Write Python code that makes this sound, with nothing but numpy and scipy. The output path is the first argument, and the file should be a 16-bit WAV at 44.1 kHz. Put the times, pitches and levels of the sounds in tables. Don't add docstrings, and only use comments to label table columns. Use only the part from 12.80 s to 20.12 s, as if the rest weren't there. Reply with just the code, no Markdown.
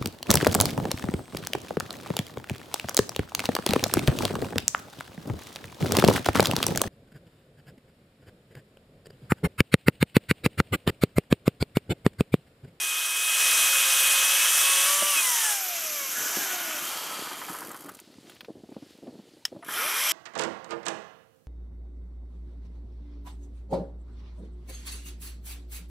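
import sys
import numpy as np
from scipy import signal
from scipy.fft import rfft, irfft, next_fast_len
from scipy.io import wavfile
from scipy.ndimage import uniform_filter1d

SR = 44100
rng = np.random.default_rng(int(sys.argv[2]) if len(sys.argv) > 2 else 0)


def generate_wav(signal):
    frames = np.transpose(np.atleast_2d(signal))
    scaled = np.clip(frames, -1, 1) * 32767
    pcm = np.round(scaled).astype(np.int16)
    wavfile.write(sys.argv[1], SR, pcm)


def gain_from_decibels(decibels):
    exponent = np.asarray(decibels, float) / 20
    return 10 ** exponent


N = 322812

# time in seconds, speed in turns per s.
CUTTING_SPEED = [
    (0, 179),
    (.37, 180.6),
    (1.35, 179.7),
    (1.55, 184),
    (2.04, 185.1),
    (2.13, 192.5),
    (2.3, 195.3),
]
BEARING_DRAG_PER_S, FAN_DRAG = .59, .5
GRIP_S, GRIP_SHARPNESS = 3.0, 3.9
RESTART_S, PULL, PULL_GROWTH = 6.82, 200, 50

# time in seconds, level in dB.
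EFFORT = [(0, -36), (.36, -34.5), (.66, -28), (2.05, -28), (2.2, -32), (2.39, -31.5), (2.46, -32.5),
          (2.7, -34), (2.79, -39), (3.26, -41), (3.42, -39), (3.75, -38), (4.45, -40.5), (4.95, -41.5),
          (5.2, -31), (6.9, -34), (7.13, -35), (7.32, -30)]
KNEE_TURNS, KNEE_POWER = 29, 4.0

# multiple of shaft speed, level in dB.
POLE_ORDERS = [(14, -1.5), (18, -3), (7, -9.5), (9, -13), (44, -8), (21, -17), (12, -17), (1, -35),
               (2, -34)]
# multiple of shaft speed, level in dB.
SPROCKET_ORDERS = [(6, 1), (5, -11), (4, -25.5), (7, -16), (11, -20)]
# multiple of shaft speed, level in dB.
OVERTONES = [(12, 1), (18, -5), (24, -1), (30, -10), (36, -11), (15, -14), (27, -10)]
# multiple of shaft speed, level in dB.
HALF_ORDERS = [(3, 0)]
# start in seconds, poles, sprocket, overtones, half orders in dB.
SONG = [(0, -3, -22, -30, -30), (.55, -6, -19, -30, -27), (.88, -6, -19, -30, -20),
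        (1.55, -8, -24, -24, -23), (1.84, -6, -8, -18, -19), (2.08, -12, -1, -13, -10),
        (2.35, 1.5, -10, -18, -20), (2.425, -21, -6, -6.5, -21), (3.28, -25, -13, -18, -26),
        (3.57, -32, -10, -9, -30), (4.0, -35, -35, -28, -45), (6.0, -24, -26, -18, -35),
        (6.97, -19, -17, -9, -29)]
# frequency in Hz, level in dB.
BURIED_COLOUR = [(120, -14), (280, 0), (450, -3), (650, -1), (1150, -2), (1400, -3), (1700, 4), (2050, 4),
                 (2330, -3), (2540, 6), (2720, -4), (3250, 0), (4300, -6), (8000, 0)]
# frequency in Hz, width in Hz, level in dB.
GROUND_NOTCHES = [(455, 45, -5), (1430, 90, -9), (1845, 70, -14), (2130, 40, -6), (2240, 70, 6)]
CLEAR_S, NEAR_S = 2.44, 6.0
# frequency in Hz, level in dB.
CLEAR_COLOUR = [(280, 0), (455, -7), (650, 0), (1150, -2), (1430, -7), (1700, 6), (1845, -8), (2030, 6),
                (2300, 1), (2700, 0), (3300, -9), (8000, -12)]
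# frequency in Hz, level in dB.
NEAR_COLOUR = [(150, -20), (300, -4), (650, 0), (850, -12), (1150, -2), (1500, -12), (1700, 2), (1830, -4),
               (2000, 7), (2250, -12), (2800, -8), (3150, 12), (3600, -6), (8000, -8)]
SWITCHING_HZ = 10000
# time in seconds, upper line in dB, lower line in dB.
DRIVE_WHISTLE = [
    (6.805, -90, -88),
    (6.82, -65, -64),
    (6.9, -44, -57),
    (6.97, -44, -62),
    (7.1, -43, -75),
    (7.25, -31, -75),
    (7.32, -39, -75),
]
BAR_RING_HZ = 1690
# time in seconds, level in dB.
BAR_RING = [
    (3.3, -90),
    (3.36, -36.5),
    (3.5, -46),
    (3.57, -34),
    (3.63, -90),
]

# frequency in Hz, level in dB per Hz.
IN_WOOD = [(210, -47), (350, -22), (473, -20.5), (555, -18), (620, -16), (825, -15.5), (1290, -7),
           (2110, -8), (3130, -1), (4440, -11), (6010, 1.5), (6500, -2), (7040, -1.5), (11900, -7),
           (15600, -19.5)]
# frequency in Hz, level in dB per Hz.
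LIFTED = [(210, -37), (350, -8.5), (458, -19.5), (693, -2.5), (825, -9), (1440, 1), (1690, -2.5),
          (1850, -4), (3030, -5), (3790, -9), (4510, -11), (6010, -3.5), (9370, -9.5), (12300, 1.5),
          (15600, -17)]
# frequency in Hz, level in dB per Hz.
SLOWING = [(210, -35), (350, -11), (738, -4), (1290, -0.5), (1580, -6), (2630, -11), (3180, -6),
           (3610, -13), (4590, -11), (9370, -10), (11300, -7), (12700, -7), (15600, -22.5)]
# frequency in Hz, level in dB per Hz.
HELD_NEAR = [(210, -48), (350, -20), (610, -11), (738, -9), (1290, 1.5), (2350, -5.5), (2720, -11),
             (3130, -5.5), (4440, -17.5), (5820, -11), (6500, -20.5), (9670, -9), (11300, -2),
             (14400, -10.5), (15600, -26)]
# start in seconds, end in seconds, chain colour.
POSES = [
    (0, 2.76, IN_WOOD),
    (2.76, 4.08, LIFTED),
    (4.08, 5.2, SLOWING),
    (6.78, 7.4, HELD_NEAR),
]
# frequency in Hz, width in Hz, level in dB in each of the four poses.
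HOUSING = [(1300, 80, -16, -18, -12, -11), (1660, 60, -17, -18, -20, -16), (2400, 60, -24, -18, -16, -12),
           (3150, 90, -17, -17, -12, -9), (4680, 70, -30, -22, -11, -30), (6050, 110, -15, -14, -18, -14),
           (7150, 150, -17, -17, -22, -22), (12180, 140, -14, -15, -16, -19),
           (12750, 60, -23, -17, -22, -20), (14250, 90, -25, -30, -30, -30)]
# start in seconds, low, high and top band in dB.
FACING = [
    (0, -5.7, 0, 2.7),
    (2.12, -5, 1.5, 5),
    (2.43, -4, 4, 6),
    (3.36, 1, 5, 5),
    (3.7, -.3, .5, 3),
    (4.15, .5, -2, -.5),
    (4.68, 7, -.5, 7),
    (6.0, 1.5, -3, 2),
    (7.17, -4, -.5, 1.5),
]
# frequency in Hz, side against mid in dB.
STEREO_WIDTH = [(60, -25), (110, -38), (200, -58), (380, -57), (700, -46), (1290, -43.5), (2380, -38),
                (4400, -25.5), (8120, -15), (15000, -12.5)]

# time in seconds, frequency in Hz, level in dB.
KERF = [
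    (1.92, 3450, -52),
    (2.1, 3150, -36),
    (2.34, 2800, -34.5),
    (2.44, 2680, -52),
]
# time in seconds, frequency in Hz, level in dB.
COVER_GLIDE = [(3.3, 1460, -60), (3.38, 1470, -44), (3.55, 1500, -48), (3.75, 1460, -44), (3.97, 1470, -45),
               (4.2, 1350, -49), (4.43, 1230, -50), (4.6, 1250, -62)]
# time in seconds, frequency in Hz, level in dB.
BAR_GLIDE = [(3.3, 3120, -62), (3.5, 3130, -50), (3.85, 3030, -47), (4.1, 3170, -49), (4.35, 3220, -49),
             (4.55, 3200, -56), (4.7, 3100, -65)]
KERF_WIDTH_HZ, SWING_WIDTH_HZ = 130, 30

# time in seconds, peak in dB, low band against it in dB.
LAST_LINKS = [(4.5618, -31, -6), (4.5833, -31, -11), (4.5907, -32, -7), (4.5987, -26, -9),
              (4.693, -28, -10), (4.7359, -36, -6), (4.7359, -26, -8), (4.7663, -27, -15),
              (4.7913, -32, -7), (4.8057, -27, -12), (4.8701, -29, -12), (4.8935, -32, -5), (4.914, -45, 2),
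              (4.914, -27, -12), (4.9644, -30, -18), (4.9948, -36, -17), (5.0053, -37, -14),
              (5.0153, -37, -14), (5.0213, -32, -13), (5.0397, -34, -11), (5.0602, -31, -9),
              (5.0851, -36, -4), (5.0941, -33, -7), (5.138, -36, -17), (5.15, -33, -18), (5.1694, -38, -7),
              (5.1994, -38, -11), (5.1994, -32, -17)]
# time in seconds, peak in dB, low band against it in dB.
FIRST_LINKS = [
    (6.8463, -33, -2),
    (6.8624, -35, 0),
    (6.8912, -28, 0),
]
# time in seconds, peak in dB, top band against it in dB, t60 in seconds.
SNAPS = [(5.19, -39, -6, 0.03), (5.34, -45, -18, 0.03), (5.469, -45, -10, 0.03), (5.496, -36, -2, 0.03),
         (5.519, -43, -9, 0.03), (5.557, -44, -12, 0.03), (5.565, -43, -16, 0.039), (5.549, -52, 6, 0.02),
         (5.903, -56, 2, 0.02), (6.105, -52, -3, 0.02), (6.175, -60, 10, 0.02), (5.607, -28, -9.5, 0.03),
         (5.646, -35, -17, 0.052), (5.924, -49, -8, 0.039), (5.944, -46, -17, 0.03),
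         (6.272, -50, -19, 0.03), (6.679, -43, -7, 0.03)]
# time in seconds, peak in dB, t60 in seconds.
KNOCKS = [(4.468, -29, 0.072), (4.51, -33, 0.09), (4.6134, -30, 0.076), (4.6828, -30.5, 0.09),
          (4.7416, -31, 0.09), (4.816, -35, 0.09), (4.9024, -34.5, 0.11), (4.9427, -35, 0.09),
          (5.0529, -43.5, 0.1), (5.0836, -36, 0.094), (6.8246, -38, 0.076), (6.8844, -28, 0.083)]
# time in seconds, peak in dB, frequency in Hz,
# seconds to fall 10 dB.
PINGS = [
    (6.832, -44, 680, .015),
    (6.89, -38, 1630, .02),
    (6.985, -34, 1420, .025),
    (7.03, -30, 2400, .025),
    (7.075, -36, 1330, .015),
    (7.14, -35, 2420, .025),
    (7.21, -33, 3150, .04),
]
LOCK_S, LOCK_DB = 6.6528, -10.5
# frequency in Hz, width in Hz, level in dB.
LOCK_PLASTIC = [(1310, 600, -10), (1900, 400, 1), (3130, 510, 7), (3720, 350, -3), (5130, 440, 7),
                (7000, 1100, -10), (9400, 2700, -19), (12500, 2000, -17)]

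# time in seconds, level in dB.
BREEZE = [(0, -68), (.7, -63), (2.85, -63), (3.05, -55), (4.2, -48), (4.95, -51), (5.3, -62), (6.65, -72),
          (6.9, -58), (7.32, -59)]
# time in seconds, peak in dB, seconds to fall 10 dB.
SWELLS = [(2.22, -46, .04), (2.38, -49, .1), (3.42, -43, .08), (3.575, -38, .03), (4.4, -43, .12),
          (4.71, -40, .025), (4.87, -41, .11), (5.06, -40, .045), (5.285, -54, .03), (5.49, -52, .2),
          (5.695, -42, .025), (5.77, -47, .05), (5.92, -49, .1), (6.28, -43, .12), (6.09, -51, .06),
          (6.48, -54, .08), (6.57, -57, .04), (6.745, -41, .05), (7.05, -49, .08), (0, -55, .1),
          (6.89, -42, .07)]
RISE_SHARE = .6
# time in
# seconds, peak in dB, frequency in Hz, t60 in seconds.
THUMPS = [(2.221, -23.5, 587, 0.04), (3.439, -42, 619, 0.04), (3.567, -28.5, 364, 0.04),
          (4.309, -38, 694, 0.04), (4.698, -26.5, 301, 0.044), (5.054, -40, 310, 0.044),
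          (5.382, -34, 264, 0.024), (5.682, -31, 450, 0.058), (5.834, -36, 230, 0.044),
          (5.918, -33, 240, 0.035), (5.963, -30, 231, 0.034), (6.022, -37, 291, 0.063),
          (6.277, -32, 256, 0.035), (6.29, -34, 283, 0.043), (6.389, -39, 210, 0.05),
          (6.724, -36, 520, 0.03), (6.762, -37, 560, 0.03), (6.268, -39, 650, 0.03),
          (6.761, -33, 260, 0.048), (6.761, -44, 1100, 0.025), (6.724, -47, 950, 0.025),
          (6.718, -36, 275, 0.05), (6.79, -40, 330, 0.05), (5.839, -47, 620, 0.025)]
# time in seconds, peak in dB, frequency in Hz.
TAPS = [(5.165, -43, 260), (5.214, -42, 330), (5.272, -44, 230), (5.298, -46, 260), (5.326, -49, 258),
        (5.352, -48, 220), (5.447, -44, 230), (5.475, -43, 330), (5.532, -44, 315), (5.628, -44, 220),
        (5.70, -38, 300), (5.751, -41, 330), (5.767, -38, 245), (5.797, -43, 280), (5.888, -38, 266),
        (5.978, -41, 260), (6.149, -49, 248), (6.184, -41, 299), (6.224, -37, 261), (6.351, -40, 205),
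        (6.423, -47, 194), (6.534, -48, 330), (6.567, -46, 215), (6.59, -48, 260)]
TAP_T60_S, TAP_SWIRL = .036, .45
# time in seconds, level in dB.
RUMBLE = [(0, -88), (1.8, -86), (2.2, -77), (2.9, -84), (3.6, -74), (5.7, -69), (6.6, -72), (7.0, -82)]
# frequency in Hz, level in dB per Hz.
AIR = [(290, -23), (500, -8.5), (667, -11), (1100, -12.5), (3110, -11), (4090, -11.5), (4460, -10.5),
       (6480, -20.5), (11000, -24.5), (15600, -33.5)]
AIR_DB, AIR_LOW_DB, AIR_HIGH_DB = -74, -3, -4
# time in seconds, peak in dB, seconds to fall 10 dB.
SCUFFS = [
    (5.25, -63, .25),
    (5.51, -59, .12),
    (6.11, -62, .12),
    (6.5, -65.5, .7),
]


def shaft():
    t = np.arange(N) / SR
    free = np.maximum(t - CUTTING_SPEED[-1][0], 0)
    again = np.maximum(t - RESTART_S, 0)
    left = np.exp(-BEARING_DRAG_PER_S * free)
    grip = 1 - np.minimum(free / GRIP_S, 1) ** GRIP_SHARPNESS
    coast = left / (1 + FAN_DRAG * (1 - left)) * grip
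    return np.maximum(in_time(CUTTING_SPEED)[0] * coast + PULL * again + PULL_GROWTH * again ** 2, 1)


def clatter_db(turns):
    return in_time(EFFORT)[0] - 10 * np.log10(1 + (KNEE_TURNS / turns) ** KNEE_POWER)


def housing_db(hz):
    t = np.linspace(0, N / SR, len(hz))
    notches = sum(db * np.exp(-((hz - centre_hz) / width) ** 2) for centre_hz, width, db in GROUND_NOTCHES)
    buried = at_hz(BURIED_COLOUR, hz) + notches
    moved = np.where(t < NEAR_S, at_hz(CLEAR_COLOUR, hz), at_hz(NEAR_COLOUR, hz))
    return np.where(t < CLEAR_S, buried, moved)


def motor(turns):
    angle = 2 * np.pi * np.cumsum(turns * wobble(25, .008)) / SR
    t = np.arange(N) / SR
    out = gain_from_decibels(in_time(BAR_RING)[0]) * np.sin(2 * np.pi * BAR_RING_HZ * t)
    families = (POLE_ORDERS, SPROCKET_ORDERS, OVERTONES, HALF_ORDERS)
    levels_db = clatter_db(turns) + by_stage(SONG, blend_s=.06)
    for orders, level_db in zip(families, levels_db):
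        for multiple, db in orders:
            gain = gain_from_decibels(level_db[::64] + db + 3 + housing_db(multiple * turns[::64]))
            line = np.sin(round(multiple) * angle + rng.uniform(0, 7))
            out += np.interp(t, t[::64], gain) * wobble(10.0, 1.5) * line
    carrier = 2 * np.pi * SWITCHING_HZ * t
    upper_db, lower_db = in_time(DRIVE_WHISTLE)
    upper = gain_from_decibels(upper_db) * np.sin(carrier + 14 * angle)
    lower = gain_from_decibels(lower_db) * np.sin(carrier - 14 * angle)
    return out + upper + lower


def link_strikes(turns):
    links = np.floor(np.cumsum(6 * turns * wobble(150, 1.2)) / SR)
    force_db = 5.0 * (links % 2) + 2.0 * (links % 6 == 1) + 2.0 * rng.standard_normal(N)
    strikes = (np.diff(links, prepend=0) > 0) * gain_from_decibels(force_db)
    gate = signal.lfilter([1], [1, -gain_from_decibels(-60 / (0.019 * SR))], strikes)
    gate = gate / (uniform_filter1d(gate, 4000) + 1e-9) + 1.24
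    return gate / np.sqrt(uniform_filter1d(gate ** 2, 4000))


def chain(turns):
    gate, t = link_strikes(turns), np.arange(N) / SR
    edges = (1900, 4500, 9000)
    groups = np.zeros((4, 2, N))
    for pose, (start_s, end_s, colour) in enumerate(POSES):
        part = slice(max(round((start_s - .05) * SR), 0), round((end_s + .05) * SR))
        inside_s = np.minimum(t[part] - start_s + (start_s == 0), end_s - t[part])
        blend = np.sqrt(np.clip(.5 + inside_s / .1, 0, 1))
        sound = coloured(gate[part], colour, edges, patchy_db=1.0)
        rattle = gate[part] * rng.standard_normal(len(blend))
        for hz, width, *pose_db in HOUSING:
            ring = rms_one(resonance(resonance(rattle, hz, width), hz, width))
            flicker = wobble(5.0, 2.5, count=len(blend))
            sound[np.searchsorted(edges, hz)] += ring * gain_from_decibels(pose_db[pose]) * flicker
        groups[:, :, part] += blend * sound
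    level_db = clatter_db(turns)
    low_db, high_db, top_db = by_stage(FACING, blend_s=.15)
    return sum(g * gain_from_decibels(level_db + db) for g, db in zip(groups, (low_db, 0, high_db, top_db)))


def gliding(track, width_hz):
    part = slice(round(track[0][0] * SR), round(track[-1][0] * SR))
    hz, db = (c[part] for c in in_time(track))
    r = np.exp(-2 * np.pi * width_hz / SR)
    rough = signal.lfilter([1], [1, -2 * r, r * r], rng.standard_normal((2, len(hz))))
    angle, out = 2 * np.pi * np.cumsum(hz) / SR, np.zeros(N)
    out[part] = gain_from_decibels(db) * rms_one(rough[0] * np.sin(angle) + rough[1] * np.cos(angle))
    return out


def clicks():
    white, out = rng.standard_normal(N + 4000), np.zeros(N + 4000)
    low, high = band(white, 700, 3900), band(white, 5500, 14500)
    rows = [(s, db + rel_db - 5, db - 2.5, .02) for s, db, rel_db in LAST_LINKS + FIRST_LINKS]
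    rows += [(s, db, db + rel_db, t60) for s, db, rel_db, t60 in SNAPS]
    for s, low_db, high_db, t60 in rows:
        for sound, db in ((low, low_db), (high, high_db)):
            start, piece = burst(s, t60, sound)
            out[start:start + 4000] += gain_from_decibels(db) * piece * np.minimum(np.arange(4000) / 40, 1)
    return out[:N]


def knocks():
    cover, out = band(rng.standard_normal(N + 4000), 890, 1650), np.zeros(N + 4000)
    for s, db, t60 in KNOCKS:
        start, piece = burst(s, t60, cover)
        out[start:start + 4000] += gain_from_decibels(db + 3.5) * piece * np.minimum(np.arange(4000) / 150, 1)
    return out[:N]


def pings():
    t, out = np.arange(N) / SR, np.zeros(N)
    for s, db, hz, fall_s in PINGS:
        part = slice(round((s - .1) * SR), round((s + .2) * SR))
        after = t[part] - s
        level_db = db - 10 * np.maximum(after, -after / RISE_SHARE) / fall_s
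        out[part] += gain_from_decibels(level_db) * np.sin(2 * np.pi * hz * after)
    return out


def lock():
    after = np.arange(N) / SR - LOCK_S
    onset = np.clip(1 + after / .0015, 0, 1) ** 2
    decay = gain_from_decibels(-60 * np.abs(after) / 0.015) + gain_from_decibels(-21 - 60 * np.abs(after) / 0.087)
    crack = rng.standard_normal(N) * onset * decay + 1e-18
    body = sum(gain_from_decibels(db) * resonance(crack, hz, width) / np.sqrt(width) for hz, width, db in LOCK_PLASTIC)
    tick = gain_from_decibels(-57) * np.sin(2 * np.pi * 900 * after) * np.exp(-((after + .026) / .004) ** 2)
    return gain_from_decibels(LOCK_DB) * body / np.abs(body).max() + tick


def wind():
    level_db = swollen(in_time(BREEZE)[0], SWELLS, RISE_SHARE)
    push_size = gain_from_decibels(3.5 * np.minimum(rng.exponential(1, N), 2.5))
    pushes = (rng.random(N) < 240 / SR) * push_size * rng.choice([-1, 1], N)
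    lumps = band(pushes + 0.009 * rng.standard_normal(N), 125, 580, order=3)
    swirl = rms_one(band(rng.standard_normal(N + 4000), 90, 620, order=3))
    out = np.zeros(N + 4000)
    out[:N] = gain_from_decibels(level_db - 2.5) * rms_one(lumps + 1.3 * resonance(lumps, 300, 90))
    soft_push = np.sin(np.minimum(np.arange(4000) / 110, np.pi / 2)) ** 2 * 1.9
    for s, db, hz, t60 in THUMPS + [(*tap, TAP_T60_S) for tap in TAPS]:
        tone = np.sin(2 * np.pi * hz * np.arange(4000) / SR)
        start, piece = burst(s, t60, tone + TAP_SWIRL * swirl[round(s * SR):][:4000], offset=0)
        out[start:start + 4000] += gain_from_decibels(db - 1.5) * piece * soft_push
    rumble = rms_one(band(rng.standard_normal(N), 30, 140)) * wobble(9.0, 5.0)
    return band(out[:N], 90, 3000) + gain_from_decibels(in_time(RUMBLE)[0]) * rumble


def ground():
    quiet = slice(round(4.6 * SR), N)
    grains = (rng.random(N) < 200 / SR) * rng.exponential(1, N)
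    grit = 1 + .15 * signal.lfilter([1], [1, -.99], grains)
    level_db = swollen(AIR_DB, SCUFFS, rise_share=1.7)
    bands_db = level_db + [[AIR_LOW_DB], [0], [AIR_HIGH_DB]]
    groups = coloured(grit[quiet], AIR, (2500, 5500), patchy_db=1.0)
    out = np.zeros((2, N))
    out[:, quiet] = sum(g * gain_from_decibels(db[quiet]) for g, db in zip(groups, bands_db))
    return out


def coloured(gate, spectrum, edges, patchy_db):
    size = next_fast_len(len(gate), real=True)
    hz = np.maximum(np.arange(size // 2 + 1) * SR / size, 1)
    white = rng.standard_normal((2, len(gate)))
    sharp = 1 / (1 + (6000 / hz) ** 4)
    strikes = sharp * rfft(white * gate, size) + (1 - sharp) * rfft(white * gate ** 0.35, size)
    mid, side = strikes * gain_from_decibels(at_hz(spectrum, hz))
    pair = mid + side * gain_from_decibels(at_hz(STEREO_WIDTH, hz)) * [[1], [-1]]
    groups = np.zeros((len(edges) + 1, 2, len(gate)))
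    for centre in 340 * 2 ** np.arange(0, 5.8, .4):
        share = np.cos(np.pi / 2 * np.clip(2.5 * np.log2(hz / centre), -1, 1)) ** 2
        patch = irfft(pair * share, size)[:, :len(gate)]
        groups[np.searchsorted(edges, centre)] += patch * wobble(9.3, patchy_db, count=len(gate))
    return np.array([rms_one(g) for g in groups])


def burst(at_s, t60, sound, offset=None):
    start = round(at_s * SR)
    decay = gain_from_decibels(-60 * np.arange(4000) / SR / max(t60, .004))
    piece = sound[start if offset is None else offset:][:4000] * decay
    return start, piece / np.abs(piece).max()


def swollen(base_db, swells, rise_share):
    t, power = np.arange(0, N, 32) / SR, 0
    for s, db, fall_s in swells:
        drop_db = 10 * np.maximum(t - s, (s - t) / rise_share) / fall_s
        power = power + gain_from_decibels(2 * np.maximum(db - drop_db, -150))
    return 10 * np.log10(gain_from_decibels(2 * base_db) + np.interp(np.arange(N) / SR, t, power))


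def wobble(rate, depth_db, count=N):
    r = np.exp(-128 * np.pi * rate / SR)
    slow = signal.lfilter([1], [1, -2 * r, r * r], rng.standard_normal(count // 64 + 1002))[1000:]
    return np.interp(np.arange(count) / 64, np.arange(len(slow)), gain_from_decibels(depth_db * rms_one(slow)))


def by_stage(rows, blend_s):
    s, *columns = np.transpose(rows)
    stage = np.maximum(np.searchsorted(s, np.arange(N) / SR, "right") - 1, 0)
    return [uniform_filter1d(c[stage], round(blend_s * SR)) for c in columns]


def in_time(rows):
    s, *columns = np.transpose(rows)
    return [np.interp(np.arange(N) / SR, s, c) for c in columns]


def at_hz(points, hz):
    return np.interp(np.log(hz), np.log(np.array(points)[:, 0]), np.array(points)[:, 1])


def band(x, low_hz, high_hz, order=2):
    edges = [low_hz, min(high_hz, SR / 2.1)]
    return signal.sosfilt(signal.butter(order, edges, "band", fs=SR, output="sos"), x)


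def resonance(x, hz, width):
    r = np.exp(-np.pi * width / SR)
    poles = [1, -2 * r * np.cos(2 * np.pi * hz / SR), r * r]
    return signal.lfilter(np.array([1, 0, -1]) * (1 - r * r) / 2, poles, x)


def rms_one(x):
    return x / np.sqrt(np.mean(x ** 2) + 1e-20)


def scene():
    turns = shaft()
    hard = clicks() + knocks() + lock() + pings()
    echo = np.pad(hard, (round(.004 * SR), 0))[:N] * gain_from_decibels(-12)
    rings = gliding(KERF, KERF_WIDTH_HZ) + gliding(COVER_GLIDE, SWING_WIDTH_HZ)
    rings += gliding(BAR_GLIDE, SWING_WIDTH_HZ)
    return motor(turns) + hard + echo + chain(turns) + wind() + ground() + rings


def roll_off(x):
    return signal.sosfilt(signal.butter(12, 15730, fs=SR, output="sos"), x)


def record(dry):
    cut = signal.sosfilt(signal.butter(2, 90, "high", fs=SR, output="sos"), dry)
    cut = signal.sosfilt(signal.ellip(8, .5, 60, 15600, fs=SR, output="sos"), cut)
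    return roll_off(cut)


dry = scene()
out = record(dry)
generate_wav(out)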